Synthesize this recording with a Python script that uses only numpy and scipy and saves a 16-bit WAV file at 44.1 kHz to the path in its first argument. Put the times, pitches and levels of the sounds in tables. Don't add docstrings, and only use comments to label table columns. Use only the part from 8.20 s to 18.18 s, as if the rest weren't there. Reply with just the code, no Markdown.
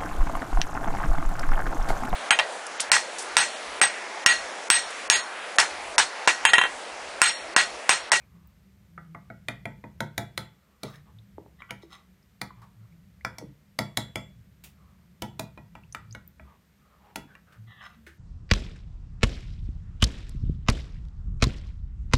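import sys
import numpy as np
from scipy import signal
from scipy.fft import rfft, irfft, next_fast_len
from scipy.io import wavfile
from scipy.ndimage import map_coordinates

SR = 44100
rng = np.random.default_rng(int(sys.argv[2]) if len(sys.argv) > 2 else 0)


def wav_record(signal):
    frames = np.transpose(np.atleast_2d(signal))
    bounded = np.clip(frames, -1, 1)
    quanta = np.round(bounded * 32767).astype(np.int16)
    wavfile.write(sys.argv[1], SR, quanta)


N = 440118
T = np.arange(SR // 2) / SR

# [s, when struck]
RIM_MODES = [(3402, 0, .36), (3414, -8, .3), (7480, -11, .33), (7495, -15, .3)]
# [s, when struck]
SPOON_MODES = [(5250, 5, 0.13), (5596, -13.5, 0.35), (6240, -5.5, 0.14), (9150, -6, 0.37)]


def amp(db):
    return 10 ** (np.asarray(db) / 20)


def unit(x):
    return x / np.sqrt(np.mean(x ** 2) + 1e-20)


def burst(x):
    return x / np.sqrt(np.sum(x ** 2) / (.03 * SR) + 1e-20)


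def along(points, hz):
    f, v = np.transpose(points)
    return np.interp(np.log(hz + 1), np.log(f + 1), v)


def curves(rows):
    s, *cols = np.transpose(rows)
    return [np.interp(np.arange(N) / SR, s, c) for c in cols]


def wobble(rate, size=N):
    knots = rng.standard_normal(int(size * rate / SR) + 4)
    return map_coordinates(knots, [np.arange(size) * rate / SR])


def filtered(x, response):
    m = next_fast_len(len(x) + 8192)
    return irfft(rfft(x, m) * response(np.fft.rfftfreq(m, 1 / SR)), m)[:len(x)]


def coloured(x, spectrum):
    return unit(filtered(x, lambda hz: amp(along(spectrum, hz))))


def resonance(x, hz, q):
    return filtered(x, lambda f: 1j * f * hz / q / (hz * hz - f * f + 1j * f * hz / q))


def narrow(hz, width):
    phase = 2 * np.pi * np.cumsum(hz) / SR
    in_phase = wobble(width, size=len(hz)) * np.cos(phase)
    quadrature = wobble(width, size=len(hz)) * np.sin(phase)
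    return unit(in_phase + quadrature)


def grains(rate, spread_db):
    hits = rng.random(N) < rate / SR
    return hits * rng.standard_normal(N) * amp(spread_db * rng.standard_normal(N))


def during(x, s, size):
    return np.roll(x, -round(s * SR))[:size]


def add(track, s, x):
    start = max(round(s * SR), 0)
    track[start:start + len(x)] += x[:max(N - start, 0)]


def fade(t60, attack):
    return amp(-60 * T / t60) * (1 - np.exp(-T / attack))


def ping(hz, t60, attack):
    return burst(np.sin(2 * np.pi * hz * T) * fade(t60, attack))


def favoured(modes, hz, boost_db):
    return [(f, db + boost_db * np.exp(-(np.log(f / hz) / 0.18) ** 2), t60) for f, db, t60 in modes]


def struck(modes, attack, scatter_db, detune):
    hz, db, t60 = np.transpose(modes)[:, :, None]
    size, shift, turn = rng.standard_normal((3, len(modes), 1))
    waves = np.sin(2 * np.pi * (hz * (1 + detune * shift) * T + turn))
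    return burst(np.sum(amp(db + scatter_db * size) * fade(t60, attack) * waves, axis=0))


def chattering(x):
    y = x.copy()
    delays = np.cumsum(rng.uniform(.0006, 0.001834, size=2))
    for delay, gain in zip(delays, (.6, .35)):
        y += gain * np.pad(x, (int(delay * SR), 0))[:len(x)]
    return burst(y)


def stroke(s, length, hz, rise):
    swell_power, sag_octaves_per_s = 1.12, 0.808
    t = np.arange(int(length * SR)) / SR
    crest = length * rise
    arc = np.sin(np.pi / 2 * np.interp(t, [0, crest, length], [0, 1, 2]))
    return np.abs(arc) ** swell_power, hz * 2 ** (-sag_octaves_per_s * (t - crest))


def in_room(x, wet_db, build=0.0014):
    # band_hz [Hz], t60_s [s]
    room_decay = [(150, 0.36), (800, 0.3), (2500, 0.34), (6000, 0.18), (14000, 0.18)]
    # [dB, relative]
    room_tone = [(100, 13), (1000, 2.5), (2500, -3.5), (6000, 2.5), (15000, 0.5)]
    hz, t, z = signal.stft(rng.standard_normal(len(T)), SR, nperseg=256)
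    z = z * amp(along(room_tone, hz)[:, None] - 60 * t / along(room_decay, hz)[:, None])
    tail = signal.istft(z, SR, nperseg=256)[1][:len(T)]
    tail = tail * (1 - np.exp(-(T / build) ** 2))
    tail = tail / np.linalg.norm(tail)
    return x + amp(wet_db) * signal.fftconvolve(x, tail)[:len(x)]


def clinks():
    # start_s [s], strength_db [dB], wall_hz [Hz], spoon_hz [Hz],
    # hardness_db, thud_db, ring_db [dB relative to strength]; batter that cushions lowers the hardness
    blows = [(0.7775, -44, 1256, 2800, -39, -8.5, -43), (0.9477, -46, 1190, 2770, -30, -1, -47),
             (1.1014, -47.5, 1430, 3900, -33, 3, -38), (1.2845, -33.5, 1960, 3580, -13, -4.5, -34),
             (1.4547, -39, 2070, 3270, -19.5, 2, -30), (1.6396, -51, 1960, 3600, -27, 7, -28),
             (1.805, -34.5, 1490, 3700, -11.5, 2, -28), (1.9792, -34.5, 1990, 4010, -4, 2.5, -17.5),
             (2.177, -36.5, 2030, 3800, -4, -2, -16), (2.633, -46.5, 1244, 4200, 0.5, 10, -16),
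             (3.42, -46, 2310, 3270, -30.5, -36, -34), (3.507, -40.5, 2220, 3080, -10, -2.5, -39),
             (4.2151, -38.5, 2010, 4370, -4.5, -1.5, -24), (5.0486, -32.5, 1410, 5140, -17, -7.5, -19.5),
             (5.1839, -52, 2070, 5760, 1.5, 5, -6), (5.589, -32.5, 1970, 4700, -6, 2.5, -10.5),
             (5.7723, -34.5, 1980, 3940, 2.5, 2, -8.5), (5.9567, -37, 2100, 3220, -8, 1, -13),
             (7.0211, -40.5, 840, 3020, -3, 6, -20.5), (7.1947, -40.5, 936, 3890, -1, 4.5, -30),
             (7.3756, -52, 956, 3880, -24.5, 3.5, -26), (7.5526, -50, 934, 2840, -21, -2.5, -32.5),
             (7.748, -39, 1295, 2680, -13, -11.5, -39), (7.9493, -45.5, 1456, 3650, -16.5, -5, -32),
             (8.196, -51.5, 2350, 2840, -35.5, -2, -33), (8.9586, -40, 907, 2740, -3.5, -4, -23),
             (9.1519, -53.5, 1740, 1750, -20, -14.5, -47)]
    # pitch_hz [Hz], level_db [dB, relative], t60_s [s]
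    wall_modes = [(1070, 0, 0.013), (1438, 0, 0.021), (1540, -17, 0.018), (1950, -3, 0.012),
                  (2276, 1, 0.041), (2820, -9.5, 0.025)]
    # pitch_hz [Hz], level_db [dB, relative], t60_s [s]
    bowl_modes = [(334.3, -7, .1), (396.5, -14, 0.057), (473.3, -10, 0.059), (521, -10, 0.12),
                  (617, -5, 0.091), (673, -4.5, 0.11), (739, -0.5, 0.036), (855, -6.5, 0.18),
                  (939.3, -5.5, .13)]
    # pitch_hz [Hz], level_db [dB, relative], t60_s [s]
    counter_modes = [(115.7, -2, 0.36), (144.2, -6.5, 0.57), (146, -12, 0.2), (197.9, -1.5, 0.32),
                     (235.8, -3, 0.2), (283, -5.5, .16)]
    # pitch_hz [Hz], level_db [dB, relative], t60_s [s]
    wall_tones = [(1300, -3, .16), (1373, -3, .16), (1522, -5, .16), (1705, -6, .15), (1937, 0, .2),
                  (2120, -6, .14)]
    # [dB per Hz, relative]
    crack_tone = [(1500, -28.5), (3500, 1.5), (5400, -2), (7000, -2.5), (8200, -6.5), (9800, -3),
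                  (12000, -7.5), (16000, -14.5)]
    chink_by_hardness = 0.8
    tilt_db_per_octave, even_hz = 15.5, 4060
    favoured_bowl_hz = 638
    out = np.zeros(N)
    for s, clack_db, wall_hz, spoon_hz, hard_db, thud_db, ring_db in blows:
        crack_db, body_db = clack_db + hard_db, clack_db + thud_db
        chink_db = clack_db + chink_by_hardness * hard_db
        tilt_db = tilt_db_per_octave * np.log2(spoon_hz / even_hz)
        steel_db, rim_db = clack_db + ring_db + tilt_db, clack_db + ring_db - tilt_db

        wall_set = favoured(wall_modes, wall_hz, boost_db=-2)
        wall = chattering(struck(wall_set, attack=0.00012, scatter_db=3, detune=0.055))
        wall = burst(wall + amp(1.5) * ping(wall_hz, t60=0.013, attack=0.00099))
        push = amp(body_db - 9.5) * ping(448, t60=0.0034, attack=0.00068)
        edge_hz = np.clip(4500 * amp(0.3 * (hard_db + 13.5)), 1700, 9000)
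        dulling = signal.butter(6, edge_hz, fs=SR, output="sos")
        clack = signal.sosfilt(dulling, amp(clack_db) * wall + push)

        grit = coloured(rng.standard_normal(len(T)), crack_tone)
        chink = amp(chink_db) * chattering(ping(spoon_hz, t60=0.0051, attack=0.00027))
        crack = amp(crack_db + 0.7) * burst(grit * fade(t60=0.013, attack=0.0011))

        bowl_set = favoured(bowl_modes, favoured_bowl_hz, boost_db=3)
        body = amp(body_db - 4) * struck(bowl_set, attack=0.0015, scatter_db=3.5, detune=0.016)
        knock = amp(body_db - 1) * struck(counter_modes, attack=0.0079, scatter_db=1.5, detune=0.021)

        ring = amp(clack_db - 9) * struck(wall_tones, attack=.002, scatter_db=2, detune=.005)
        spoon_set = favoured(SPOON_MODES, spoon_hz, boost_db=9)
        ring += amp(steel_db - 9.5) * struck(spoon_set, attack=.001, scatter_db=2.5, detune=0.003)
        rim = amp(rim_db) * struck(RIM_MODES, attack=.001, scatter_db=1.5, detune=.0005)

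        bright = in_room(clack + chink + crack, wet_db=-8)
        full = in_room(body + ring, wet_db=-12)
        add(out, s, bright + full + rim + knock)
        graze = amp(crack_db - 21.5) * burst(grit * fade(t60=0.016, attack=.002))
        add(out, s - .003, graze)
    return out


def scrapes():
    # start_s [s], length_s [s], level_db [dB], centre_hz [Hz at the crest],
    # grit_db [dB]
    wall_scrapes = [(2.609, 0.096, -54, 1300, -56), (2.698, 0.076, -65, 1680, -63),
                    (3.383, 0.053, -55.5, 1870, -81), (3.489, 0.026, -46.5, 1452, -89),
                    (3.614, 0.04, -64, 2220, -62), (3.691, 0.12, -51.5, 1261, -57),
                    (9.461, .24, -48, 1830, -84), (9.608, 0.079, -49, 1500, -58),
                    (9.68, 0.082, -56.5, 1320, -66)]
    # [dB per Hz, relative]
    rasp_tone = [(350, -51), (600, -11), (821, -6.5), (919, -10), (1200, 3.5), (1830, -28), (1970, 7),
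                 (2270, -26), (3340, -8.5), (3600, -63), (5380, -70), (5870, -64), (12000, -49),
                 (15600, -74), (22000, -120)]
    # [dB per Hz, relative]
    grit_tone = [(2500, -26), (3800, 19), (4600, 3), (5300, -15), (6200, 8), (7500, -12), (9000, -14),
                 (15000, -11)]
    out = np.zeros(N)
    slips = grains(rate=580, spread_db=5.5)
    rasp, grit = coloured(slips, rasp_tone), coloured(slips, grit_tone)
    singing = unit(sum(amp(level) * resonance(slips, hz, q=150) for hz, level, _ in RIM_MODES + SPOON_MODES))
    for s, length, db, centre_hz, grit_db in wall_scrapes:
        swell, hz = stroke(s, length, centre_hz, rise=.45)
        chatter = unit(narrow(hz, width=330) + amp(-6.5) * narrow(1.8 * hz, width=1300))
        pressure = swell * amp(3.9 * wobble(61.3, size=len(hz)))
        coarse = during(rasp, s, size=len(hz)) + amp(0.5) * chatter
        fine = during(grit + amp(-3.5) * singing, s, size=len(hz))
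        add(out, s, pressure * (amp(db - 5) * coarse + amp(grit_db - 4.5) * fine))
    return in_room(out, wet_db=-4.5)


def drag():
    # time_s [s], rumble_db [dB]
    rubbing = [(0, -58), (.25, -57), (.38, -61.5), (1.4, -53.5), (2.25, -57.5), (2.45, -76), (2.8, -55),
               (3.3, -56.5), (3.95, -67.5), (4.45, -56.5), (5.3, -57.5), (5.45, -61), (6.1, -54),
               (6.9, -61), (7.4, -52.5), (8, -55), (8.45, -69), (9.2, -63), (9.5, -57.5), (9.98, -64)]
    # [dB per Hz, relative]
    rumble_tone = [(20, -39), (35, -19), (52, -1.5), (72, 0.5), (92, -2), (115, -2), (135, -3.5), (170, 1),
                   (200, -3.5), (230, -17.5), (300, -27.5), (450, -35), (900, -69)]
    # [Hz, on average]
    groans = [(0.101, 0.24, -55, 70.8), (.1, 0.19, -55, 171), (.42, .16, -57, 190),
              (.66, 0.42, -50.5, 165.4), (2.75, 0.13, -55, 150), (2.931, 0.16, -51, 113.2),
              (3.104, .12, -57, 74), (3.75, 0.26, -59, 181), (4.35, .14, -51, 113),
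              (4.56, 0.16, -48.5, 111.6), (4.69, 0.13, -51, 168.6), (4.929, 0.27, -54, 69),
              (5.269, 0.079, -51, 141), (6.156, 0.097, -51.5, 112.4), (6.401, 0.38, -60, 69.9),
              (6.73, 0.36, -60, 173.7), (7.8, 0.24, -52.5, 109.7), (8.155, 0.18, -55, 70),
              (9.361, .18, -48, 112.8), (9.704, 0.18, -59, 228), (9.776, .2, -59.5, 70.5)]
    out = amp(curves(rubbing)[0]) * coloured(rng.standard_normal(N), rumble_tone)
    for s, length, db, hz in groans:
        swell = stroke(s, length, hz, rise=0.37)[0]
        pitch = hz * (1 + 0.029 * wobble(30.7, size=len(swell)))
        slip = 2 * np.pi * np.cumsum(pitch) / SR
        judder = np.sin(slip) + amp(-24) * np.sin(2 * slip)
        judder = judder * amp(3.3 * wobble(23.4, size=len(swell)))
        add(out, s, amp(db + 2.5) * swell * judder)
    return out


def batter():
    # start_s [s], level_db [dB], pitch_hz [Hz, settled], t60_s [s]
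    pockets = [(2.644, -34.5, 440, 0.05), (3.182, -28, 264, 0.018), (3.262, -40.5, 319, 0.014),
               (3.633, -44.5, 335, 0.071), (4.305, -40, 1006, 0.037), (5.213, -44, 470, 0.085),
               (5.224, -38, 290, 0.052), (5.239, -40.5, 153, 0.16), (8.975, -38.5, 252, 0.077),
               (9.869, -50.5, 336, 0.076)]
    # [Hz, at the start]
    bubbles = [(.274, -40, 14500), (2.987, -41.5, 3400), (4.028, -52, 4960), (4.724, -51, 2060),
               (5.01, -39, 1900), (7.636, -42.5, 2480), (7.725, -27, 5800), (7.728, -32, 9100),
               (7.91, -36, 4730), (7.926, -29, 6100), (8.077, -29, 13400)]
    # start_s [s], level_db [dB], pitch_hz [Hz], fizz_db [dB]
    wet_smacks = [(2.699, -44.5, 1243, -50), (2.739, -45, 1780, -53), (4.417, -42.5, 1050, -72),
                  (6.438, -47.5, 2600, -34.5), (9.323, -48, 1480, -60), (9.865, -38.5, 1720, -73)]
    # start_s [s], length_s [s], level_db [dB],
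    # centre_hz [Hz at the crest]
    swishes = [(0.0, 0.07, -59, 2350), (0.039, 0.34, -67, 1143), (2.3, 0.39, -67, 1226),
               (2.849, 0.078, -57, 1047), (4.356, 0.13, -58.5, 1040), (4.501, 0.39, -72.5, 1250),
               (6.476, 0.44, -65, 1195), (8.226, 0.19, -59, 1070), (8.552, 0.38, -63.5, 1234),
               (8.78, 0.19, -58, 936), (9.069, 0.14, -56, 1570), (9.262, 0.13, -57.5, 1427)]
    # [dB per Hz, relative]
    flow_tone = [(200, -6), (450, 4.5), (800, 3.5), (1200, 2.5), (2000, -3), (3200, -8.5), (6000, -27),
                 (12000, -31)]
    out = np.zeros(N)
    for s, db, hz, t60 in pockets:
        pitch = hz + 800 * np.exp(-T / 0.0013)
        note = np.sin(2 * np.pi * np.cumsum(pitch) / SR) * fade(t60, attack=0.0017)
        add(out, s, amp(db + 6) * note + amp(db - 28.5) * ping(870, t60=0.036, attack=0.00059))
    for s, db, hz in bubbles:
        pitch = hz * (1 + 0.42 * (1 - np.exp(-T / 0.012)))
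        note = np.sin(2 * np.pi * np.cumsum(pitch) / SR) * fade(t60=0.007 + 50 / hz, attack=0.0001)
        add(out, s, amp(db - 6.5) * note)
    for s, db, hz, fizz_db in wet_smacks:
        crackle = rng.standard_normal(len(T)) * amp(1.8 * rng.standard_normal(len(T)))
        smack = burst(resonance(crackle * fade(t60=0.21, attack=0.0006), hz, q=4.9))
        fizz = burst(crackle * fade(t60=0.18, attack=0.0005))
        add(out, s, amp(db - 11.5) * smack + amp(fizz_db - 15) * fizz)
    flow = coloured(grains(rate=2500, spread_db=-2), flow_tone)
    for s, length, db, centre_hz in swishes:
        swell, hz = stroke(s, length, centre_hz, rise=.35)
        swish = during(flow, s, size=len(hz)) + amp(2.5) * narrow(hz, width=400)
        add(out, s, swell * amp(db - 9 + 3.4 * wobble(20.8, size=len(hz))) * swish)
    return in_room(out, wet_db=-12)


def background():
    # [dB per Hz, relative]
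    hiss_tone = [(20, -31), (35, -13.5), (55, -2.5), (72, -3.5), (120, -13.5), (195, -2.5), (290, -15),
                 (600, -18.5), (800, -23), (2000, -21), (2600, -25), (9300, -33), (10500, -36),
                 (13200, -29), (15000, -34), (16000, -47.5)]
    hiss_db, hum_db = -70, -71
    noise = coloured(rng.standard_normal(N), hiss_tone)
    hiss = noise / np.std(filtered(noise, lambda hz: hz > 300))
    low_hum = narrow(np.full(N, 71.), width=10)
    high_hum = narrow(np.full(N, 197.), width=9.1)
    return amp(hiss_db) * hiss + amp(hum_db) * (low_hum + high_hum)


def scene():
    return (clinks() + scrapes() + drag() + batter() + background())[None]


def record(dry):
    bass_hz, top_hz = 42, 16000
    thin = signal.sosfilt(signal.butter(4, bass_hz, "highpass", fs=SR, output="sos"), dry)
    return np.array([filtered(x, lambda hz: 1 / np.sqrt(1 + (hz / top_hz) ** 200)) for x in thin])


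dry = scene()
out = record(dry)
wav_record(out)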